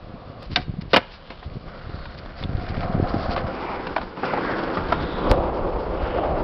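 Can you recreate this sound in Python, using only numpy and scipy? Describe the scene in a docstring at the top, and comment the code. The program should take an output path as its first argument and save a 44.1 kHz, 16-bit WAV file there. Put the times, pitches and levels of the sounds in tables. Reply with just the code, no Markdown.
"""Skateboarder in a concrete park.

Followed on foot with a small camera, he pops onto a steel rail, grinds, drops off, pushes past, hops a
ridge and carves away over rougher concrete. The wheels rumble over the grain of the ground; grit and
sharp blows ring the deck and trucks. Wind buffets the microphone, once with a thud and a brief rasp."""
import sys
import numpy as np
from scipy import signal
from scipy.fft import rfft, irfft, next_fast_len
from scipy.io import wavfile
from scipy.ndimage import uniform_filter1d

SR = 44100
rng = np.random.default_rng(int(sys.argv[2]) if len(sys.argv) > 2 else 0)


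def master_out(mix):
    """Clip the mix to full scale and print it as 16-bit PCM to the path in sys.argv[1]."""
    frames = np.transpose(np.atleast_2d(mix))
    ceiling = np.clip(frames, -1, 1)
    pcm = np.round(ceiling * 32767).astype(np.int16)
    wavfile.write(sys.argv[1], SR, pcm)


N = 283563
TIME = np.arange(N) / SR

# maple deck modes (frequency [Hz], level [dB], t60 [s])
DECK_MODES = [(215, -7, 0.045), (312, -12, 0.03), (515, 0, 0.05), (690, 0, 0.04), (990, -.5, 0.05),
              (1300, -4, 0.045), (1600, -8, 0.035), (2090, -1, 0.035), (2400, -1.5, 0.038),
              (2780, -.5, .034), (3024, -6, .03), (4170, -4, .018), (4490, -4, 0.02)]


def undb(db):
    """Decibels to gain."""
    return np.exp(np.asarray(db) * (np.log(10) / 20))


def unit(x):
    """Scale to rms 1."""
    return x / np.sqrt(np.mean(x ** 2))


def add(out, s, x):
    """Mix x in at time s."""
    i = int(s * SR)
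    out[i:i + len(x)] += x[:N - i]


def ramp(s, length_s):
    """Linear rise from 0 to 1, centred on time s."""
    return np.clip((TIME - s) / length_s + .5, 0, 1)


def held(start_s, end_s, rise_s, fall_s):
    """Attack, hold, release."""
    return ramp(start_s, rise_s) * (1 - ramp(end_s, fall_s))


def swell(s, half_s):
    """Bell envelope around time s."""
    return np.exp(-np.minimum(((TIME - s) / half_s) ** 2, 20))


def walk(rate_hz):
    """Smooth random drift, rms 1."""
    k = int(SR / rate_hz)
    steps = np.repeat(rng.standard_normal(N // k + 1), k)
    return unit(uniform_filter1d(steps, k)[:N])


def grains(rate_hz, spread_db):
    """Random tiny impacts, a few much larger than the rest; rms 1."""
    size = undb(spread_db * np.minimum(rng.exponential(size=N), 4))
    return unit((rng.random(N) < rate_hz / SR) * size * rng.choice([-1, 1], N))


def colour(x, spectrum):
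    """Filter by (frequency [Hz], gain [dB]) points, -20 dB/oct beyond the ends; rms 1."""
    hz, db = np.transpose(spectrum)
    size = next_fast_len(N, True)
    octave, points = np.log2(np.fft.rfftfreq(size, 1 / SR) + 1), np.log2(hz)
    outside_oct = np.abs(octave - np.clip(octave, points[0], points[-1]))
    gain = undb(np.interp(octave, points, db) - 20 * outside_oct)
    return unit(irfft(rfft(x, size) * gain, size)[:N])


def decay(t, t60_s):
    """Exponential fall, 60 dB in t60_s."""
    return np.exp(-np.log(1000) * t / t60_s)


def ring(modes, t):
    """Decaying modes after one tap; neighbours in antiphase."""
    return sum((-1) ** k * undb(db) * np.sin(2 * np.pi * hz * t) * decay(t, t60_s)
               for k, (hz, db, t60_s) in enumerate(modes))


def strikes(hits, modes, crack_db, crack_t60_s, crack_hz):
    """Each hit is a tap plus contact chatter, ringing the modes over a short noise crack."""
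    out, t = np.zeros(N), TIME[:SR // 4]
    octave = np.log2(np.clip(np.fft.rfftfreq(2 * len(t), 1 / SR), 300, 3800) / 1500)
    band = signal.butter(1, crack_hz, "band", fs=SR, output="sos")
    for s, db, tilt_db_oct, chatter_s in hits:
        # rider's weight and contact point shift the modes on each hit
        jitter = rng.standard_normal((len(modes), 2))
        shifted = [(hz * (1 + 0.018 * a), mode_db + 1.7 * b, t60_s)
                   for (hz, mode_db, t60_s), (a, b) in zip(modes, jitter)]
        chatter = (rng.random(len(t)) < 2500 / SR) * rng.standard_normal(len(t)) * np.exp(-t / chatter_s)
        force = chatter / (np.linalg.norm(chatter) + 1e-9)
        force[0] += 1
        ringing = 0.051 * signal.fftconvolve(unit(ring(shifted, t)), force)[:len(t)]
        # longer chatter: longer crack, same energy
        length_s = crack_t60_s + 4 * chatter_s
        noise = unit(signal.sosfilt(band, rng.standard_normal(len(t))))
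        crack = undb(crack_db) * np.sqrt(crack_t60_s / length_s) * noise * decay(t, length_s)
        tilted = irfft(rfft(ringing + crack, 2 * len(t)) * undb(tilt_db_oct * octave))
        add(out, s, undb(db) * tilted[:len(t)])
    return out


def rolling(roughness, rumble_db, grit_db, rattle_db):
    """Wheels run over the grain of the concrete; the level flutters as they turn."""
    # rumble on smooth ground, on rough ground and in a carve (frequency [Hz], gain [dB])
    smooth_eq = [(120, -1), (300, -4), (430, -6), (520, 2.5), (610, -2), (720, 0.5), (860, -11.5),
                 (1100, -5.5), (1300, -7.5), (1500, -18), (2200, -37)]
    rough_eq = [(80, -30), (170, -1.5), (320, 3), (520, 0.5), (650, -8), (850, -3), (1100, -5), (1400, -10),
                (1800, -30), (2600, -20.5)]
    carve_eq = [(100, -22), (200, -17.5), (330, 1.5), (430, -0.5), (510, 4.5), (700, -2), (850, -2),
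                (1000, -7.5), (1200, -7.5), (1500, -28.5), (2200, -30)]
    # crushed grit, rattling bearings (frequency [Hz], gain [dB])
    grit_eq = [(900, -15), (1400, 8), (1700, 1.5), (2200, -3.5), (2700, -15.5), (3500, -23)]
    rattle_eq = [(2000, -23.5), (2900, 1), (3400, 3), (3850, -1), (4450, 2.5), (5100, 3.5), (6000, 1.5)]
    spin_hz = 21 * (1 + 0.14 * walk(4.1))
    flutter_db = 0.22 * np.sin(2 * np.pi * np.cumsum(spin_hz) / SR) + 1.3 * walk(70)
    carve = 0.82 * ramp(5.33, 0.038)  # the long curve turns the rumble into a drone
    mix = (smooth_eq, 1 - roughness), (rough_eq, roughness * (1 - carve)), (carve_eq, roughness * carve)
    rumble = sum(np.sqrt(share) * colour(grains(5000, spread_db=2), eq) for eq, share in mix)
    # separate grains on smooth concrete, a dense rasp on rough
    sparse_share = .7 * (1 - roughness)
    crunch = np.sqrt(sparse_share) * grains(1100, spread_db=4.2)
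    crunch += np.sqrt(1 - sparse_share) * grains(5000, spread_db=3)
    grit = colour(crunch, grit_eq)
    rattle = colour(crunch + grains(3000, spread_db=5), rattle_eq) * undb(2.1 * walk(60))
    return undb(flutter_db) * (rumble * undb(rumble_db) + grit * undb(grit_db) + rattle * undb(rattle_db))


def wheel_contact():
    """Roughness and rumble, grit and rattle levels, set by slab, turns, jumps and distance."""
    # concrete slabs, levels at 1 m (start [s], roughness [~0-1], rumble [dB], grit [dB], rattle [dB])
    slabs = [(0, 0.01, -28, -50, -46), (1.42, 0, -32.5, -59, -45), (1.66, 0.07, -26.5, -32.5, -39.5),
             (2.86, 0.06, -25.5, -37, -46), (3.52, 0.93, -25, -35, -42.5), (4.236, 0.75, -18, -28, -38.5),
             (5.35, 0.99, -19.5, -29.5, -40), (6.01, 1.02, -16, -22, -35.5)]
    # leaning loads the wheels sideways (start [s], lean-in [s], rumble rise [dB])
    turns = [(5.139, 0.17, 10), (6.13, 0.061, 5)]
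    # wheels off the concrete (lift [s], touchdown [s], level change [dB])
    jumps = [(0.474, 1.42, -8), (4.048, 4.18, -5.5)]
    # skater to microphone (time [s], distance [m])
    path = [(0, 8.2), (.42, 5.4), (1.5, 4.64), (2.2, 7.4), (2.5, 5.8), (2.88, 2.13), (3.15, 1.54),
            (3.5, 1.87), (3.9, 2.53), (4.45, 2.35), (5.05, 3.21), (6.42, 6.76)]
    crossing_s, relax_s, lift_s = 0.038, 0.81, 0.04
    slab = np.array(slabs[0][1:])[:, None]
    for s, *values in slabs[1:]:  # front and rear wheels cross in turn
        slab = slab + (np.array(values)[:, None] - slab) * ramp(s, crossing_s)
    roughness, rumble_db, grit_db, rattle_db = slab
    load = 0
    for s, lean_s, db in turns:
        lean = ramp(s + lean_s / 2, lean_s) * np.exp(-np.maximum(TIME - s - lean_s, 0) / relax_s)
        load += lean
        rumble_db += db * lean
    distance_m = np.interp(TIME, *np.transpose(path))
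    jump_db = sum(db * held(up_s, down_s, lift_s, lift_s) for up_s, down_s, db in jumps)
    heard_db = jump_db - 20 * np.log10(distance_m)
    rasp_db = heard_db - 3.5 * load  # loaded wheels rasp less
    return np.clip(roughness, 0, 1), rumble_db + heard_db, grit_db + rasp_db, rattle_db + rasp_db


def tail_pop():
    """The tail snaps on the concrete and scrapes off."""
    # tail contacts (time [s], level [dB], tilt [dB/oct], chatter [s])
    hits = [(.5595, -8.5, 5, 0.00078), (.5665, -12.5, -6, 0.017)]
    # unloaded tail modes (frequency [Hz], level [dB], t60 [s])
    modes = [(740, -2, .05), (1206, -5, .03), (1550, 0, .04), (1980, -1, .04), (2330, 0, .034),
             (2720, -3, .034), (3650, -2, .02), (4240, -1, .022), (4800, -7, .016)]
    return strikes(hits, modes, crack_db=-0.5, crack_t60_s=0.024, crack_hz=[1200, 5000])


def deck_blows():
    """Sharp blows ring the maple deck."""
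    # blows (time [s], level [dB], tilt [dB/oct], chatter [s])
    hits = [(.9328, -5.5, -2.5, 0.0031), (.9385, -6.5, -2, 0.0074), (.942, -6, -2.5, 0.0036),
            (.962, -3, -1, 0.0011), (.968, -7.5, -1.5, 0.003), (.978, -14, -5.5, 0.0015),
            (1.303, -28.5, -2.5, 0.019), (2.426, -29, -1.5, 0.0019), (3.8687, -24.5, -1.5, 0.0036),
            (4.172, -31, -7.5, 0.0029)]
    return strikes(hits, DECK_MODES, crack_db=0.5, crack_t60_s=0.03, crack_hz=[250, 2800])


def hop_pop():
    """The tail clacks on the concrete for the second hop."""
    # clacks (time [s], level [dB], tilt [dB/oct], chatter [s])
    hits = [(3.9633, -6.5, -3.5, 0.00036), (3.9805, -17.5, -5, .003), (4.0144, -21, 0.5, .006)]
    # deck and truck modes under the crouched rider (frequency [Hz], level [dB], t60 [s])
    modes = [(645, -4.5, .05), (750, -1, .03), (825, 0, .024), (996, 2, .016), (1175, -3, .022),
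             (1500, -3, .016)]
    return strikes(hits, modes, crack_db=-10.5, crack_t60_s=0.038, crack_hz=[700, 2600])


def knocks():
    """Wheels thwack over joints, higher when glancing; the hit at 5.315 s is a wind buffet's thud."""
    # knocks (time [s], level [dB], tilt [dB/oct], chatter [s], pitch [ratio])
    hits = [(1.427, -30, -4, .005, 0.99), (2.055, -30, -1, .002, 1.4), (2.259, -31, -5.5, .0015, 0.87),
            (2.831, -20, -4.5, 0.0043, 1), (3.3628, -15, -1.5, 0.003, 1.09),
            (3.377, -15.5, -1.5, 0.0085, 0.97), (4.232, -19.5, -9.5, 0.003, 1.26),
            (4.241, -20, -7.5, 0.0065, 1.14), (4.335, -17, -8, 0.015, 1.22),
            (4.373, -18.5, -7, 0.0026, 1.24), (4.771, -15.5, -13, 0.003, 1.8),
            (4.9222, -9.5, -3.5, 0.001, 0.95), (4.9247, -9, -3, 0.004, 0.99),
            (5.315, -15.5, -8, .009, 0.81), (6.182, -20.5, -8, 0.004, 0.99)]
    # loaded wheel and axle modes (frequency [Hz], level [dB], t60 [s])
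    wheel_modes = [(665, 1, 0.035), (790, 0.5, 0.013), (1040, -2, 0.038), (1350, 0, 0.023),
                   (1740, -2.5, 0.011), (2260, -4.5, 0.006)]
    out = np.zeros(N)
    for *hit, pitch in hits:
        modes = [(hz * pitch, db, t60_s) for hz, db, t60_s in wheel_modes]
        out += strikes([hit], modes, crack_db=-8.5, crack_t60_s=0.046, crack_hz=[600 * pitch, 1800 * pitch])
    return out


def rail_grind():
    """The trucks land on the rail, then stick and slip along it, scraping and keeping it ringing."""
    # steel rail modes (frequency [Hz], level [dB], t60 [s])
    modes = [(613, 2, 0.06), (975, 7, 0.075), (1130, 1, 0.09), (1530, -3, .13), (1830, -4, .13),
             (2422, -9, .12), (3660, -13, .12)]
    # truck scraping on steel (frequency [Hz], gain [dB])
    scrape_eq = [(300, -13), (550, 8), (1200, 10.5), (2200, -3), (3000, 7.5), (4700, 0.5), (6000, -1)]
    # truck landing (time [s], level [dB], tilt [dB/oct], chatter [s])
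    hits = [(.968, -19.5, 3, 0.006)]
    slips = grains(840, spread_db=4)
    steel = unit(signal.fftconvolve(slips, ring(modes, TIME[:SR // 2]))[:N])
    scrape = colour(grains(1000, spread_db=3), scrape_eq) * undb(1.8 * walk(27.75))
    slide = (undb(-64) * steel + undb(-50) * scrape) * held(1, 1.46, rise_s=.04, fall_s=.04)
    return slide + strikes(hits, modes, crack_db=-6, crack_t60_s=0.018, crack_hz=[600, 3000])


def truck_clink():
    """A tap rings a metal truck."""
    # tap (time [s], level [dB], tilt [dB/oct], chatter [s])
    hits = [(2.4372, -23.5, -2, 0.0027)]
    # truck modes (frequency [Hz], level [dB], t60 [s])
    modes = [(2460, -6, 0.025), (3390, 5.5, 0.028), (3700, 2.5, 0.024), (4430, -8, 0.02)]
    return strikes(hits, modes, crack_db=-2.5, crack_t60_s=0.016, crack_hz=[2500, 4200])


def whirrs():
    """Rolling briefly excites wheel and bearing resonances that whirr; the broad rasps falling in pitch near
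    3.7 s and 4.3-4.5 s come from the ground's reflection sweeping as the skater moves."""
    # resonances (centre [s], level [dB], half length [s], pitch [Hz], width [Hz], glide [oct/s])
    resonances = [(2.001, -53.5, 0.17, 4000, 1200, -0.15), (2.718, -48, 0.14, 2095, 870, 0),
                  (3.112, -33.5, 0.5, 715.3, 120.6, 0.019), (3.147, -52, 0.25, 1297, 220, 0),
                  (3.7, -31, 0.12, 897.6, 554, -.5), (3.683, -42.5, 0.18, 2175, 700, -1),
                  (4.314, -38, 0.088, 2250, 720, -1), (4.498, -30, 0.069, 1652, 540, -1.03),
                  (5.121, -45.5, 0.24, 3535, 700, 0.058), (6.122, -45, 0.16, 2790, 805, 0),
                  (6.27, -26, 0.14, 672.3, 220, 0)]
    out = np.zeros(N)
    for s, db, half_s, hz, width_hz, glide_oct_s in resonances:
        lowpass = signal.butter(2, width_hz / 2, fs=SR, output="sos")
        cosine, sine = signal.sosfilt(lowpass, rng.standard_normal((2, N)))
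        wander_oct = .018 * walk(9)  # shifting wheel load
        pitch_hz = hz * 2 ** (glide_oct_s * np.clip(TIME - s, -.5, .5) + wander_oct)
        phase = 2 * np.pi * np.cumsum(pitch_hz) / SR
        out += undb(db) * swell(s, half_s) * unit(cosine * np.cos(phase) + sine * np.sin(phase))
    return out


def pebbles(roughness, rattle_db):
    """Loose grains crack under the wheels on smooth ground and tick in the deck."""
    t = TIME[:SR // 8]
    tick = ring(DECK_MODES, t) * np.exp(-t / 0.0036)
    ticks = signal.fftconvolve(grains(100, spread_db=3), tick)[:N]
    return unit(ticks) * undb(rattle_db - 2.5) * (1 - roughness)


def stones():
    """Larger grains burst under a wheel: dry snap, brief crumble."""
    # crushed grains (time [s], level [dB])
    bursts = [(2.5701, -29), (2.666, -31), (2.7692, -27.5), (2.8071, -22), (3.3089, -23.5)]
    out, t = np.zeros(N), TIME[:SR // 20]
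    band = signal.butter(1, [900, 3200], "band", fs=SR, output="sos")
    envelope = np.exp(-t / .0015) + undb(-10) * np.exp(-t / .008)
    for s, db in bursts:
        add(out, s, undb(db) * signal.sosfilt(band, envelope * rng.standard_normal(len(t))))
    return out


def rasps():
    """Soles rub over grip tape and ground; the rasp at 5.308 s is a wind buffet on the microphone."""
    # rasps (centre [s], level [dB], half length [s])
    bursts = [(0.436, -46, 0.034), (0.532, -40, 0.023), (0.618, -44, 0.021), (0.817, -37, 0.0061),
              (0.919, -44, 0.019), (1.14, -43.5, 0.032), (2.186, -40.5, 0.011), (2.4, -44, 0.037),
              (2.695, -40.5, 0.0089), (3.092, -40, 0.015), (3.227, -41.5, 0.06), (3.324, -33, 0.018),
              (5.308, -33, .016)]
    rasp_eq = [(900, -2), (2000, -3), (3500, -4.5), (4700, 0), (6000, -3)]
    rasp = colour(grains(17000, spread_db=7.5), rasp_eq)
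    return rasp * sum(undb(db) * swell(s, half_s) for s, db, half_s in bursts)


def wind():
    """Low turbulence, higher flutter in fast gusts, and single eddies thumping the diaphragm."""
    # turbulence (frequency [Hz], gain [dB])
    air_eq = [(15, -6), (28, 3.5), (65, -1.5), (110, -9.5), (170, -8.5), (280, -19.5), (500, -24),
              (1000, -65.5)]
    # gusts (start [s], end [s], turbulence [dB], flutter [dB])
    gusts = [(0, .45, -57, -41), (0.466, 0.983, -38.5, -35.5), (1.45, 1.67, -39.5, -38),
             (1.87, 1.927, -41, -31), (1.714, 4.06, -38.5, -58), (2.393, 3.5, -32.5, -31),
             (2.87, 3.063, -46, -23), (3.5, 3.9, -51, -54), (4.36, 4.76, -43, -58),
             (4.77, 6.5, -30.5, -44.5), (5.28, 5.36, -24, -21.5), (6.214, 6.5, -29.5, -52)]
    # eddies (time [s], peak [dB], pitch [Hz], half length [s])
    eddies = [(0.697, -17.5, 115, 0.0047), (0.791, -18, 173, 0.0062), (1.465, -23.5, 73, 0.0091),
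              (1.872, -21.5, 79, 0.004), (2.553, -11.5, 49.8, 0.0033), (2.77, -19, 121, 0.0016),
              (2.954, -15, 200, 0.0036), (3, -6.5, 295, 0.0015), (3.144, -10, 280, 0.0021),
              (3.297, -16.5, 76, 0.0097), (5.315, -8.5, 45.7, 0.014), (5.314, -8.5, 123.3, 0.0044),
              (5.3178, -8, 300, 0.0028), (5.4, -17, 49.6, 0.0082), (6.038, -15, 49.5, 0.011)]
    breeze_db, flutter_eq = -46.5, [(90, 5), (170, -1), (330, -8), (560, -21)]
    low_power, flutter_power = undb(breeze_db) ** 2, 0
    for start_s, end_s, low_db, flutter_db in gusts:
        gust = held(start_s, end_s, rise_s=0.033, fall_s=0.22)
        low_power += (undb(low_db) * gust) ** 2
        flutter_power += (undb(flutter_db) * gust) ** 2
    rumble = colour(rng.standard_normal(N), air_eq) * np.sqrt(low_power) * undb(2 * walk(35))
    flutter = colour(grains(58, spread_db=2.5), flutter_eq) * np.sqrt(flutter_power)
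    thumps = sum(undb(db) * np.cos(2 * np.pi * hz * (TIME - s)) * swell(s, half_s)
                 for s, db, hz, half_s in eddies)
    return rumble + flutter - thumps


def ledge_echo(x, wet_db, t60_s):
    """Thin, dull open-air scatter from ramps and ledges."""
    t = TIME[:SR]
    echo = rng.standard_normal(SR) * decay(t, t60_s) * np.minimum(t / 0.017, 1)
    echo = signal.sosfilt(signal.butter(1, 3500, fs=SR, output="sos"), echo)
    return undb(wet_db) * signal.fftconvolve(x, echo / np.linalg.norm(echo))[:N]


def far_park():
    """Steady wash of the distant park."""
    # ambience (frequency [Hz], gain [dB])
    park_eq = [(30, -9), (400, -15), (1100, -8.5), (5000, -20.5)]
    return undb(-53) * colour(rng.standard_normal(N), park_eq)


def scene():
    """Board, echo, wind and far park; mono."""
    roughness, rumble_db, grit_db, rattle_db = wheel_contact()
    near = rolling(roughness, rumble_db, grit_db, rattle_db)
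    near += pebbles(roughness, rattle_db) + stones() + whirrs()
    near += tail_pop() + deck_blows() + hop_pop() + truck_clink() + rail_grind()
    park = far_park()
    near += rasps() + knocks()
    return (near + ledge_echo(near, wet_db=-29, t60_s=0.38) + wind() + park)[None]


def record(dry):
    """Small camera: one faint recorder tick, two loud overload cracks, soft clipping, little treble."""
    # tick and cracks (time [s], peak before clipping [dB])
    spits = [(0.4295, -21.5), (.968, 4.5), (5.3146, 5)]
    ceiling, band_hz, top_hz = .66, 6150, 16000
    spikes = np.zeros(N)
    for s, db in spits:
        add(spikes, s, undb(db) * np.exp(-TIME[:SR // 100] / .00008))
    rounded = ceiling * np.tanh((dry + spikes) / ceiling)
    dull = signal.sosfiltfilt(signal.butter(10, 5280, fs=SR, output="sos"), rounded)
    dull = signal.sosfilt(signal.ellip(8, .2, 70, band_hz, fs=SR, output="sos"), dull)
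    leak = undb(-14.5) * uniform_filter1d(spikes, size=2)  # a trace of each spike passes above the band
    return signal.sosfilt(signal.ellip(8, .2, 70, top_hz, fs=SR, output="sos"), dull + leak)


dry = scene()
out = record(dry)
master_out(out)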